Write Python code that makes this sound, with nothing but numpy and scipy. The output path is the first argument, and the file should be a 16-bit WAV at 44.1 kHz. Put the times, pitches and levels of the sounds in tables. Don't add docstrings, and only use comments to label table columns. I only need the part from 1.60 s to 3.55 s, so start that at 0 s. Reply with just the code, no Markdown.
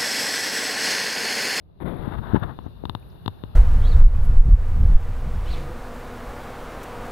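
import sys
import numpy as np
from scipy import signal
from scipy.fft import rfft, irfft
from scipy.io import wavfile
from scipy.ndimage import uniform_filter1d

SR = 44100
rng = np.random.default_rng(int(sys.argv[2]) if len(sys.argv) > 2 else 0)


def materialize(psi):
    bounded = np.clip(np.atleast_2d(psi).T, -1, 1)
    quanta = np.round(bounded * 32767).astype(np.int16)
    wavfile.write(sys.argv[1], SR, quanta)


N = 85995
TIME = np.arange(N) / SR
WATER_LEFT_DB = -9.5


def undb(db):
    return 10 ** (np.asarray(db) / 20)


def unit(x):
    return x / np.sqrt(np.mean(x ** 2))


def curve(rows):
    return undb(np.interp(TIME, *np.array(rows).T))


def colour(x, points, tilt_db=0):
    size = 2 ** 17
    octave = np.log2(np.maximum(np.fft.rfftfreq(size, 1 / SR), 1) / 1000)
    hz, db = np.array(points).T
    gain = undb(np.interp(octave, np.log2(hz / 1000), db) + tilt_db * np.clip(octave, -2, 2))
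    cepstrum = irfft(np.log(gain))
    cepstrum[1:size // 2] *= 2
    cepstrum[size // 2 + 1:] = 0
    return irfft(rfft(x, size) * np.exp(rfft(cepstrum)))[:N]


def walk(per_s):
    hold = max(int(SR / per_s), 1)
    return unit(uniform_filter1d(np.repeat(rng.standard_normal(2000), hold)[:N], hold))


def noise(points):
    return unit(colour(rng.standard_normal(N), points))


def background():
    # frequency in Hz, relative level in dB.
    left_eq = [(20, -14.5), (50, 6.5), (120, 2.5), (250, -15), (600, -16.5), (1100, -22.5), (1600, -33),
               (2200, -42.5), (2850, -26.5), (3150, -38.5), (3600, -23.5), (4300, -33), (5200, -48),
               (6200, -83.5), (9000, -59)]
    right_eq = [(20, -8.5), (50, 3.5), (130, 2.5), (250, -10), (420, -11.5), (620, -22), (1000, -28),
                (1600, -32), (2200, -38), (4000, -36), (5200, -44.5), (6200, -51), (9000, -63.5)]
    hiss_eq = [(6000, -40), (8600, -15), (10200, 2), (12000, 6.5), (14500, -1)]
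    # time in seconds, level in dB.
    left_ride = [(0, -53.5), (.18, -48.5), (.3, -39.5), (1.2, -42.5), (1.5, -43.5), (1.95, -40)]
    right_ride = [(0, -53.5), (.19, -49), (.4, -41), (.56, -41.5), (.85, -41.5), (1.15, -44.5), (1.6, -43),
                  (1.95, -43.5)]
    hiss_ride = [(0, -86.5), (.17, -88), (.22, -72), (.7, -67.5), (1.15, -73), (1.4, -68), (1.95, -70)]
    opened = np.interp(TIME, (0.15, 0.36), [0, 1])
    ports = []
    for eq, ride in ((left_eq, left_ride), (right_eq, right_ride)):
        white = rng.standard_normal(N)
        dull = unit(colour(white, eq, tilt_db=-1.5))
        air = opened * unit(colour(white, eq)) + (1 - opened) * dull
        waver = undb(0.47 * walk(per_s=25))
        ports.append(air * curve(ride) * waver + noise(hiss_eq) * curve(hiss_ride))
    return np.array(ports)


def spatter():
    # start in seconds, centre of the fizz in Hz, level on the right in dB.
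    droplets = [(.368, 11100, -55), (0.576, 12500, -58), (.764, 5200, -61), (.798, 11900, -54),
                (1.034, 5550, -68), (1.053, 6070, -68), (1.304, 11000, -65), (1.366, 10500, -65.5),
                (1.398, 10700, -57), (1.488, 11000, -58.5), (1.501, 4840, -55), (1.52, 6600, -72)]
    t60_s, skirt_db = 0.02, -60.5
    out = np.zeros(N)
    for start, hz, db in droplets:
        fade = (TIME > start) * np.exp(-np.log(1000) * np.maximum(TIME - start, 0) / t60_s)
        fizz = noise([(hz / 2, skirt_db), (hz, 0), (hz * 2, skirt_db)])
        out += undb(db) * fade * fizz
    return np.outer([undb(WATER_LEFT_DB), 1], out)


def drips():
    # start in seconds, opening pitch in Hz, level in dB before flutter and panning.
    bubbles = [(.366, 2100, -51), (1.428, 2500, -57), (1.792, 1720, -54)]
    t60_s, glide_per_s = .025, 1.2
    out = np.zeros(N)
    for start, hz, db in bubbles:
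        age = np.clip(TIME - start, 0, .1)
        ring = np.sin(2 * np.pi * hz * age * (1 + glide_per_s * age / 2))
        out += undb(db) * np.exp(-np.log(1000) * age / t60_s) * ring
    flutter = 1 + 0.7 * walk(per_s=540)
    return np.outer([undb(WATER_LEFT_DB), 1], out * flutter)


def slips(per_s=5000, scatter_db=3):
    slipping = rng.random(N) < per_s / SR
    return slipping * undb(scatter_db * rng.standard_normal(N)) * np.sign(rng.standard_normal(N))


def judder(rate_hz=175, jitter=.12):
    # time in seconds, level in dB.
    ride = [(.225, -59), (.25, -29), (.275, -27), (.305, -36.5), (.345, -30), (.365, -60), (.5, -100)]
    # frequency in Hz, relative level in dB.
    eq = [(60, -14.5), (170, 1), (350, -7.5), (700, -12.5), (1500, -28), (3000, -45), (6000, -75.5)]
    cycles = np.cumsum(rate_hz * (1 + jitter * walk(per_s=150))) / SR
    pulses = np.diff(np.floor(cycles), prepend=0) * undb(2 * walk(per_s=150))
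    return unit(colour(pulses, eq)) * curve(ride)


def rubbing():
    # frequency in Hz, relative level in dB.
    light_eq = [(60, -16), (120, 4), (180, 6), (300, 4.5), (450, 0), (700, -4), (1050, -6), (1500, -14),
                (2000, -16.5), (2400, -24.5), (2850, -30.5), (3150, -27.5), (3600, -22.5), (4300, -40),
                (5000, -59), (6000, -77), (8800, -65.5), (10300, -34.5), (14500, -41.5)]
    firm_eq = [(120, -12), (300, -3.5), (520, -7.5), (720, -1), (880, 0), (1250, -4), (1700, -8),
               (2000, -19), (2400, -28.5), (2850, -22), (3150, -28), (3600, -20), (4300, -37), (5000, -47),
               (6000, -74.5), (8800, -79), (10300, -42), (14500, -44.5)]
    drag_eq = [(20, -11.5), (45, 4.5), (90, 1.5), (150, -4), (250, -9.5), (380, -16), (700, -32),
               (2000, -90.5)]
    # time in seconds, level in dB.
    scrape_ride = [(.197, -71), (.203, -34.5), (.228, -27), (.244, -42), (.262, -23.5), (.3, -28.5),
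                   (.362, -34), (.46, -29), (.505, -34.5), (.538, -26.5), (.568, -38), (.588, -31),
                   (.604, -48), (.622, -43.5), (.632, -34), (.715, -34), (.735, -34), (.762, -21),
                   (.776, -36), (.81, -42), (.836, -22), (.856, -42.5), (.9, -35), (.935, -46.5),
                   (.96, -55), (1.04, -53), (1.072, -45.5), (1.1, -63.5), (1.2, -57)]
    drag_ride = [(.197, -71), (.205, -43), (.25, -30.5), (.33, -35.5), (.39, -30), (.46, -29.5),
                 (.505, -33.5), (.54, -28.5), (.605, -27.5), (.65, -30), (.71, -29.5), (.765, -21),
                 (.8, -37), (.845, -26), (.93, -32.5), (.975, -44.5), (1.015, -35), (1.08, -34.5),
                 (1.13, -46.5), (1.32, -35), (1.42, -62.5), (1.95, -57)]
    shudder_db, leak_db = 0.8, -31
    skin = slips() * undb(shudder_db * walk(per_s=150))
    press = np.interp(TIME, (0.37, 0.71), [0, 1])
    scrape = (1 - press) * unit(colour(skin, light_eq)) + press * unit(colour(skin, firm_eq))
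    left = scrape * curve(scrape_ride) + judder() + noise(drag_eq) * curve(drag_ride)
    return np.array([left, undb(leak_db) * left])


def ticks():
    # start in seconds, crack peak in dB, thud drive in dB, crack tilt in
    # dB per octave, knock level in dB, crack low-pass in Hz, thud pitch in Hz.
    contacts = [(0.9891, -21, -22, -0.5, -23, 2590, 86), (1.2543, -15, -16, 1, -43, 11900, 73),
                (1.2964, -11, -16, 2.5, -48, 13600, 92), (1.3508, -12.5, -15, 0, -32, 14100, 103.5),
                (1.6609, -15.5, -16.5, 3.5, -19, 11000, 105), (1.6795, -8, -12, 0.5, -14, 14100, 97),
                (1.8377, -21.5, -17.5, 3, -18, 3000, 102)]
    # frequency in Hz, gain in dB.
    crack_eq = [(100, -33), (300, -14.5), (480, 3.5), (650, 1.5), (980, 5), (1350, -7.5), (1900, -17),
                (2350, -32), (2850, -10), (3150, -17.5), (3650, -5), (4300, -20), (5200, -33.5),
                (6100, -50), (7000, -45.5), (8400, -60), (10800, -34.5), (14500, -42.5)]
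    leak_eq = [(100, -20), (600, -30), (1200, -24), (3600, -22), (6000, -3), (11000, -3.5), (15000, 9.5)]
    creep_db, creep_t60_s = -29, 0.046
    knock_hz, knock_t60_s = 302, 0.0056
    push_lag_s, push_width_s, thud_q = 0.00061, 0.00042, 3.25
    left = np.zeros(N)
    for start, crack_db, thud_db, tilt_db, knock_db, top_hz, thud_hz in contacts:
        age = np.maximum(TIME - start, 0)
        skin = (TIME > start) * slips() / 2
        creep = undb(creep_db) * np.exp(-np.log(1000) * age / creep_t60_s) * skin
        crack = colour(signal.unit_impulse(N, int(start * SR)) + creep, crack_eq, tilt_db)
        crack = signal.lfilter(*signal.butter(2, top_hz, fs=SR), crack)
        crack /= np.abs(crack).max()
        push = np.exp(-((TIME - start - push_lag_s) / push_width_s) ** 2 / 2)
        omega = 2 * np.pi * thud_hz
        resonant_highpass = signal.bilinear([1, 0, 0], [1, omega / thud_q, omega ** 2], SR)
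        thud = signal.lfilter(*resonant_highpass, push)
        knock = np.sin(2 * np.pi * knock_hz * age) * np.exp(-np.log(1000) * age / knock_t60_s)
        left += undb(crack_db) * crack + undb(thud_db) * thud + undb(knock_db) * knock
    return np.array([left, colour(left, leak_eq)])


def bumps():
    # centre in seconds, pitch in Hz, peak in dB,
    # push (1) or release (-1), leak to the right port in dB, slap peak in dB.
    presses = [(0.1014, 202, -47, 1, -0.5, -42.5), (0.2463, 156, -18, -1, -30.5, -43),
               (0.4744, 190, -20.5, 1, -30, -38), (0.4799, 170, -12, -1, -26, -39),
               (0.5932, 70, -16, -1, -22, -32), (0.617, 65, -25.5, 1, -20, -55),
               (0.7369, 150, -6, 1, -47, -41), (0.7462, 200, -1.3, 1, -37, -18.5),
               (.761, 170, -7.5, 1, -40.5, -31), (0.7714, 210, -14, 1, -43, -41.5),
               (.777, 85, -12, 1, -35, -53), (0.8245, 105, -14.5, 1, -15, -25),
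               (0.8544, 54.7, -23.5, 1, -26, -55), (1.0651, 185, -20, 1, -11, -25),
               (1.2393, 219, -17.5, 1, -14, -20)]
    # frequency in Hz, relative level in dB.
    slap_eq = [(100, 4.5), (400, 0.5), (720, 9), (1200, -8), (1800, -23.5), (2400, -29.5), (3600, -33),
               (6000, -67)]
    slap_lead_s = 0.0016
    slap = colour(signal.unit_impulse(N), slap_eq)
    slap /= np.abs(slap).max()
    out = np.zeros((2, N))
    for centre, hz, db, direction, leak_db, slap_db in presses:
        phase = 2 * np.pi * hz * (TIME - centre)
        swing = np.sign(direction) * undb(db) * phase * np.exp((1 - phase ** 2) / 2)
        contact = undb(slap_db) * np.roll(slap, int((centre - slap_lead_s) * SR))
        out += np.outer([1, -undb(leak_db)], swing + contact)
    return out


def scene():
    return rubbing() + bumps() + ticks() + background() + drips() + spatter()


def record(dry):
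    return signal.sosfilt(signal.ellip(10, .2, 80, 14900, fs=SR, output="sos"), dry)


dry = scene()
out = record(dry)
materialize(out)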